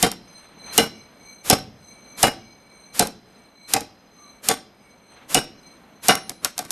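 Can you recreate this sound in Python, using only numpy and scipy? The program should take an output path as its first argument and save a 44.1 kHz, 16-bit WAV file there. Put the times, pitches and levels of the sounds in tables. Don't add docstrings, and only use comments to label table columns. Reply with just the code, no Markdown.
import sys
import numpy as np
from scipy import signal
from scipy.fft import rfft, irfft, next_fast_len
from scipy.io import wavfile
from scipy.ndimage import uniform_filter1d

SR = 44100
rng = np.random.default_rng(int(sys.argv[2]) if len(sys.argv) > 2 else 0)


def bounce(signal):
    frames = np.transpose(np.atleast_2d(signal))
    limited = np.clip(frames, -1, 1)
    pcm = np.round(limited * 32767).astype(np.int16)
    wavfile.write(sys.argv[1], SR, pcm)


N = 295911
T = np.arange(N) / SR
AGE = T[:SR // 2]

# start in seconds; levels in dB of the crack, low thump, hollow knock, high ring
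# and mid clack; knock pitch as a ratio; rebound delay in seconds; rebound gain in dB; level of the
# springy tongue in dB; one unused number.
SNAPS = [(0.0264, 2.5, -15.5, -13.5, -17, -15, 0.99, 0.032, -3, -24.5, 11940),
         (0.778, 5.5, -12.5, -10, -15, -13.5, 1.013, 0.017, -1, -14, 5070),
         (1.499, 6, -14, -11, -14.5, -16, 1.025, 0.024, 1, -26.5, 4560),
         (2.229, 3.5, -15, -8, -14, -12.5, 1.026, 0.018, -2.5, -18, 9360),
         (2.994, 4, -16.5, -12.5, -19.5, -19, 1, 0.021, 2, -37.5, 8300),
         (3.7363, 3, -23.5, -19.5, -24.5, -24.5, 1.052, 0.022, 5.5, -36.5, 8150),
         (4.4864, 3.5, -20, -19.5, -21, -18.5, 1.02, .02, 5, -30.5, 5530),
         (5.345, 3, -16, -16, -15.5, -18.5, 1.01, .033, -4, -15, 11560),
         (6.0835, 3, -15, -6, -14.5, -7, 0.98, .016, -9, -16.5, 8700)]
# start in seconds, then crack, thump, knock and ring levels in dB.
CLICKS = [(0.1153, -15, -42, -32, -33), (3.0707, -17.5, -27.5, -29, -34), (3.806, -21, -24.5, -34, -32.5),
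          (6.1527, -11, -27.5, -56, -34), (6.2944, -13.5, -27, -28.5, -33.5),
          (6.4463, -3, -28.5, -22, -18.5), (6.579, -12.5, -50, -23.5, -28),
          (6.59, -10.5, -24.5, -15.5, -22.5), (6.65, -29, -32, -51, -35), (6.7054, -9, -39, -22.5, -39)]

# (t60, the time to fade by 60 dB).
SHELL_MODES = [(219.1, -2.5, 0.26), (257.5, -4, 0.19), (326.6, -7, 0.18), (462.7, -0.5, 0.17),
               (583, -7.5, 0.083), (681, -7, 0.027), (739, 6, 0.1), (782, -1.5, 0.16), (830, -11.5, 0.19),
               (1048, -10.5, 0.08), (1137, -5.5, 0.13), (1500, -10, 0.16), (1580, -9.5, 0.17),
               (1916, -10.5, 0.15), (2046, -7, 0.17), (2377, -7, 0.11), (2540, -3, 0.053), (3547, -8, 0.11),
               (4053, -7, 0.23), (4640, -11.5, 0.058), (5040, -8.5, 0.21), (5500, -7, 0.31),
               (8870, -5.5, 0.17)]
TONGUE_MODES = [(2889, 3, 0.12), (2930, -5, 0.14), (2880, -22, 0.42), (2884, -18, 0.15)]
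AFTER_RING_MODES = [(3200, -56.5, 1), (4990, -57, 1.5), (5740, -55, 0.45)]
RATTLE_MODES = [(5930, -29, 0.16), (6020, -36, 0.28), (9507, -45, 0.085), (9900, -40, 0.78)]

# frequency in Hz, relative level in dB.
CRACK_COLOUR = [(200, -18), (700, -14), (1300, -10), (2500, -5), (4000, -1), (5500, 2), (8000, 2.5),
                (12000, 2.5), (14000, -6)]
CLICK_COLOUR = [(1500, 2), (3000, -2), (5800, 0), (8000, -2.5), (12000, -2.5)]
CROWD_COLOUR = [(25, -14.5), (45, 1), (63, 5.5), (120, 4), (230, 9), (500, 7), (800, 0), (1200, 1.5),
                (2000, -3.5), (3200, -7), (5500, -10), (8000, -8.5), (12000, -8), (14000, -21)]
HIGH_NOTE_COLOUR = [(2200, -12.5), (3800, -11.5), (6000, -13.5), (10000, -16)]
HISS_COLOUR = [(60, -7), (250, 0.5), (700, -2.5), (1500, -1), (4000, -3.5), (8000, -3), (12500, -2.5),
               (14000, -21.5)]
ROOM_NOISE_COLOUR = [(20, -23.5), (55, -3), (95, -7), (210, 4), (380, -3), (600, -2.5), (1100, -7.5),
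                     (2200, -13), (3800, -19.5), (5000, -26.5), (7500, -30), (9300, -41.5), (11700, -24),
                     (13000, -34.5)]

# frequency in Hz, ring time in seconds.
HIGH_NOTE_RING_TIMES = [(2200, 0.12), (5500, 0.12), (10000, 0.081)]
ROOM_RING_TIMES = [(100, 0.79), (300, 0.55), (1000, 0.29), (4000, 0.41), (12000, 0.11)]

# middle in seconds, length in seconds, level in dB.
RUBS = [(0.45, 0.42, -54.5), (0.7, .085, -44.5), (1.08, 0.3, -60), (5.185, 0.17, -51)]
# middle in seconds, length in seconds, pitch in Hz, level in dB.
SQUEAKS = [(4.25, 0.14, 1172, -52)]
# pitch in Hz, relative level in dB.
WHINE_TONES = [(2272, -1.5), (4105, 3.5), (6175, 1), (8030, -16), (8650, -8), (10600, -18), (11600, -17)]
# middle in seconds, length in seconds, gain in dB.
WHINE_SWELLS = [(0.379, 0.2, -55), (0.706, 0.18, -51), (0.991, 0.16, -61), (1.322, 0.23, -54.5),
                (1.902, 0.16, -56), (2.147, 0.21, -58), (2.46, 0.25, -62.5), (2.82, 0.29, -61),
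                (3.39, 0.21, -67.5), (3.677, 0.19, -58.5), (4.28, 0.23, -60), (4.884, 0.17, -66.5),
                (5.125, 0.15, -64.5), (5.68, 0.17, -61), (6.244, 0.43, -64.5)]


def snaps(crowd_colour):
    out = np.zeros(N)
    for (start, crack_db, thump_db, knock_db, ring_db, clack_db,
         pitch, rebound_s, rebound_db, tongue_db, _) in SNAPS:
        grip = grip_colour()
        notes = undb(ring_db) * high_notes()
        first = shell(crowd_colour, thump_db, knock_db, ring_db, clack_db, pitch, modes_db=-2.5)
        first += notes
        second = shell(crowd_colour, thump_db, knock_db, ring_db - 2, clack_db - 2.5, pitch, modes_db=-3)
        second += undb(-3) * notes
        strike = crack(length_s=0.0016, bench_s=0.0025, bench_db=-2.5)
        add(out, start + 0.00019, undb(crack_db - 0.9) * strike)
        shell_start = start + 0.0035
        add(out, shell_start, tint(first, grip))
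        add(out, shell_start + rebound_s, undb(rebound_db) * tint(second, grip) * fade(0.09, 0.0003))
        tongue = chatter() * ring(TONGUE_MODES, scatter_db=2, detune=0.0012) * rise(0.004)
        add(out, shell_start, undb(tongue_db) * tongue)
        add(out, shell_start, chatter() * ring(AFTER_RING_MODES, scatter_db=1, detune=0.0005))
    return out


def crack(length_s, bench_s, bench_db):
    envelope = np.exp(-(AGE / length_s) ** 2) * rise(0.00072)
    contact = rfft(rng.standard_normal(len(AGE)) * envelope)
    evened = irfft(contact / (np.abs(contact) + 1e-9) ** 0.7, len(AGE))
    burst = tint(evened, CRACK_COLOUR) * np.exp(-(AGE / (2 * length_s)) ** 2)
    burst *= np.linalg.norm(envelope) / np.linalg.norm(burst)
    bench_echo = np.interp(AGE - bench_s, AGE, burst, left=0)
    return burst + undb(bench_db) * bench_echo


def shell(crowd_colour, thump_db, knock_db, ring_db, clack_db, knock_pitch, modes_db):
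    blow = [(450, thump_db), (700, knock_db), (850, knock_db),
            (1100, clack_db), (1900, clack_db), (2700, ring_db)]
    tuning = [(570, 1), (690, knock_pitch), (850, knock_pitch), (1100, 1)]
    modes = [(hz * along(tuning, hz), db + along(blow, hz), t60) for hz, db, t60 in SHELL_MODES]
    notes = ring(modes, scatter_db=1.5, detune=0.0035) * rise(0.0028)
    crowd = tint(noise(crowd_colour, len(AGE)), blow) * chatter()
    lows = tint(crowd, [(3000, 1), (9000, -23)])
    highs = crowd - lows
    return undb(modes_db) * notes + undb(3) * (lows * fade(0.17, 0.0064) + highs * fade(0.16, 0.011))


def close_modes():
    step_hz, spread_db = 32, 7
    hz = np.arange(20, 15000, step_hz)
    unevenness = np.clip(hz / 2000, 0, 1)
    bumps_db = spread_db * unevenness * np.clip(rng.standard_normal(len(hz)), -2, 1)
    return np.c_[hz, along(CROWD_COLOUR, hz) + bumps_db]


def high_notes():
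    step_hz, spread_db, ring_time_ratio = 250, 6, 1.4
    grid_hz = np.arange(2150, 10500, step_hz)
    shift, strength, stretch = rng.uniform(-1, 1, (len(grid_hz), 3)).T
    hz = grid_hz + shift * step_hz / 2
    db = along(HIGH_NOTE_COLOUR, hz) + spread_db * strength
    t60 = along(HIGH_NOTE_RING_TIMES, hz) * ring_time_ratio ** stretch
    return chatter() * ring(np.c_[hz, db, t60], scatter_db=0.5, detune=0) * rise(0.0033)


def grip_colour(spread_db=3):
    hz = np.geomspace(1500, 13000, 36)
    db = spread_db * np.clip(rng.standard_normal(len(hz)), -2, 1)
    return np.r_[[(1200, 0)], np.c_[hz, db]]


def chatter(depth_db=3):
    gain = undb(depth_db * wander(280, size=len(AGE)))
    return gain / np.sqrt(np.mean(gain ** 2))


def clicks(crowd_colour):
    out = np.zeros(N)
    for start, crack_db, thump_db, knock_db, ring_db in CLICKS:
        strike = crack(length_s=0.0021, bench_s=0.0019, bench_db=-4.5)
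        add(out, start + 0.0001, undb(crack_db) * tint(strike, CLICK_COLOUR))
        body = shell(crowd_colour, thump_db, knock_db, ring_db, ring_db, knock_pitch=1, modes_db=-7.5)
        add(out, start + 0.0011, undb(-3.5) * body * fade(0.35, 0.00057))
    rattle = chatter() * ring(RATTLE_MODES, scatter_db=1, detune=0.0007)
    add(out, start=6.1, sound=rattle)
    return out


def room(dry, wall_s, wall_db, tail_db):
    hz = np.fft.rfftfreq(len(AGE), 1 / SR)
    white = rfft(rng.standard_normal(len(AGE)))
    centres_hz = np.geomspace(60, 15360, 9)
    tail = 0
    for centre, only_this_band in zip(centres_hz, np.eye(len(centres_hz))):
        band = irfft(white * along(np.c_[centres_hz, only_this_band], hz), len(AGE))
        tail += band * fade(along(ROOM_RING_TIMES, centre), 0.009)
    echoes = signal.fftconvolve(dry, undb(tail_db) * tail / np.linalg.norm(tail))[:N]
    dulled = signal.sosfilt(signal.butter(1, 2500, fs=SR, output="sos"), dry)
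    add(echoes, wall_s, undb(wall_db) * dulled)
    return dry + echoes


def hiss_swells(crowd_colour):
    out = np.zeros(N)
    lead_s = len(AGE) / SR
    time_left = AGE[::-1]
    snap_swell = np.exp(-time_left / 0.084) / (1 + np.exp((time_left - 0.051) / 0.005))
    click_swell = np.exp(-(time_left / 0.019) ** 2)
    for start, _, _, _, ring_db, *_ in SNAPS:
        hiss = noise(HISS_COLOUR, len(AGE))
        add(out, start - lead_s, undb(0.32 * ring_db - 24.5) * hiss * snap_swell)
    for start, crack_db, *_ in CLICKS:
        hiss = noise(crowd_colour, len(AGE))
        add(out, start - lead_s, undb(crack_db - 35) * hiss * click_swell)
    return out


def fingers():
    colour = [(100, -1), (400, -1), (1200, 2.5), (2400, -2), (3600, -6.5), (5500, -20.5), (13000, -37.5)]
    touch = sum(undb(db) * hump(middle, length) for middle, length, db in RUBS)
    out = touch * undb(1.3 * wander(70)) * noise(colour, N)
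    for middle, length, hz, db in SQUEAKS:
        squeak = np.sin(phase(hz + 15 * wander(100)))
        out += undb(db) * hump(middle, length) * squeak
    return out


def room_noise(start_db=-52.5, db_per_s=-0.19):
    return noise(ROOM_NOISE_COLOUR, N) * undb(start_db + db_per_s * T + 1.3 * wander(5.2))


def whine(rest_db=-73):
    tones = 0
    for hz, db in WHINE_TONES:
        flutter = 0.75 + 0.6 * (wander(160) + 1j * wander(160))
        gain = undb(db + 1.8 * wander(4.6))
        tone = np.exp(1j * phase(hz + 9 * wander(16)))
        tones += gain * np.real(flutter * tone)
    swells = sum(undb(db) * hump(middle, length) for middle, length, db in WHINE_SWELLS)
    return tones * (undb(rest_db) + swells)


def ring(modes, scatter_db, detune):
    out = 0
    for hz, db, t60 in modes:
        level_chance, pitch_chance = rng.standard_normal(2)
        note = np.sin(2 * np.pi * hz * (1 + detune * pitch_chance) * AGE)
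        out += undb(db + scatter_db * level_chance) * note * np.exp(-np.log(1000) * AGE / t60)
    return out


def rise(rise_s):
    return 1 - np.exp(-AGE / rise_s)


def fade(t60, rise_s):
    return np.exp(-np.log(1000) * AGE / t60) * rise(rise_s)


def hump(middle_s, length_s):
    return np.exp(-((T - middle_s) / (length_s / 2)) ** 2)


def phase(hz):
    return 2 * np.pi * np.cumsum(hz) / SR


def wander(per_second, size=N):
    hold = int(SR / per_second)
    steps = np.repeat(rng.standard_normal(size // hold + 1), hold)
    return 1.8 * uniform_filter1d(uniform_filter1d(steps, hold), hold)[:size]


def noise(colour, size):
    x = tint(rng.standard_normal(next_fast_len(size)), colour)[:size]
    return x / np.std(x)


def tint(x, colour):
    size = next_fast_len(len(x) + SR // 20)
    gain = undb(along(colour, np.fft.rfftfreq(size, 1 / SR)))
    return irfft(rfft(x, size) * gain, size)[:len(x)]


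def along(points, hz):
    point_hz, values = np.transpose(points)
    return np.interp(np.log(hz + 1e-9), np.log(point_hz), values)


def undb(db):
    return 10 ** (np.asarray(db) / 20)


def add(track, start, sound):
    i = int(round(start * SR))
    sound, i = sound[max(-i, 0):], max(i, 0)
    track[i:i + len(sound)] += sound[:max(N - i, 0)]


def scene():
    crowd_colour = close_modes()
    plastic = snaps(crowd_colour) + clicks(crowd_colour)
    in_room = room(plastic, wall_s=0.007, wall_db=-16, tail_db=-19.5)
    return (in_room + hiss_swells(crowd_colour) + fingers() + room_noise() + whine())[None]


def record(dry):
    low_pass = signal.ellip(8, 0.2, 70, 13000, fs=SR, output="sos")
    return signal.sosfilt(low_pass, np.clip(dry, -1, 1))


dry = scene()
out = record(dry)
bounce(out)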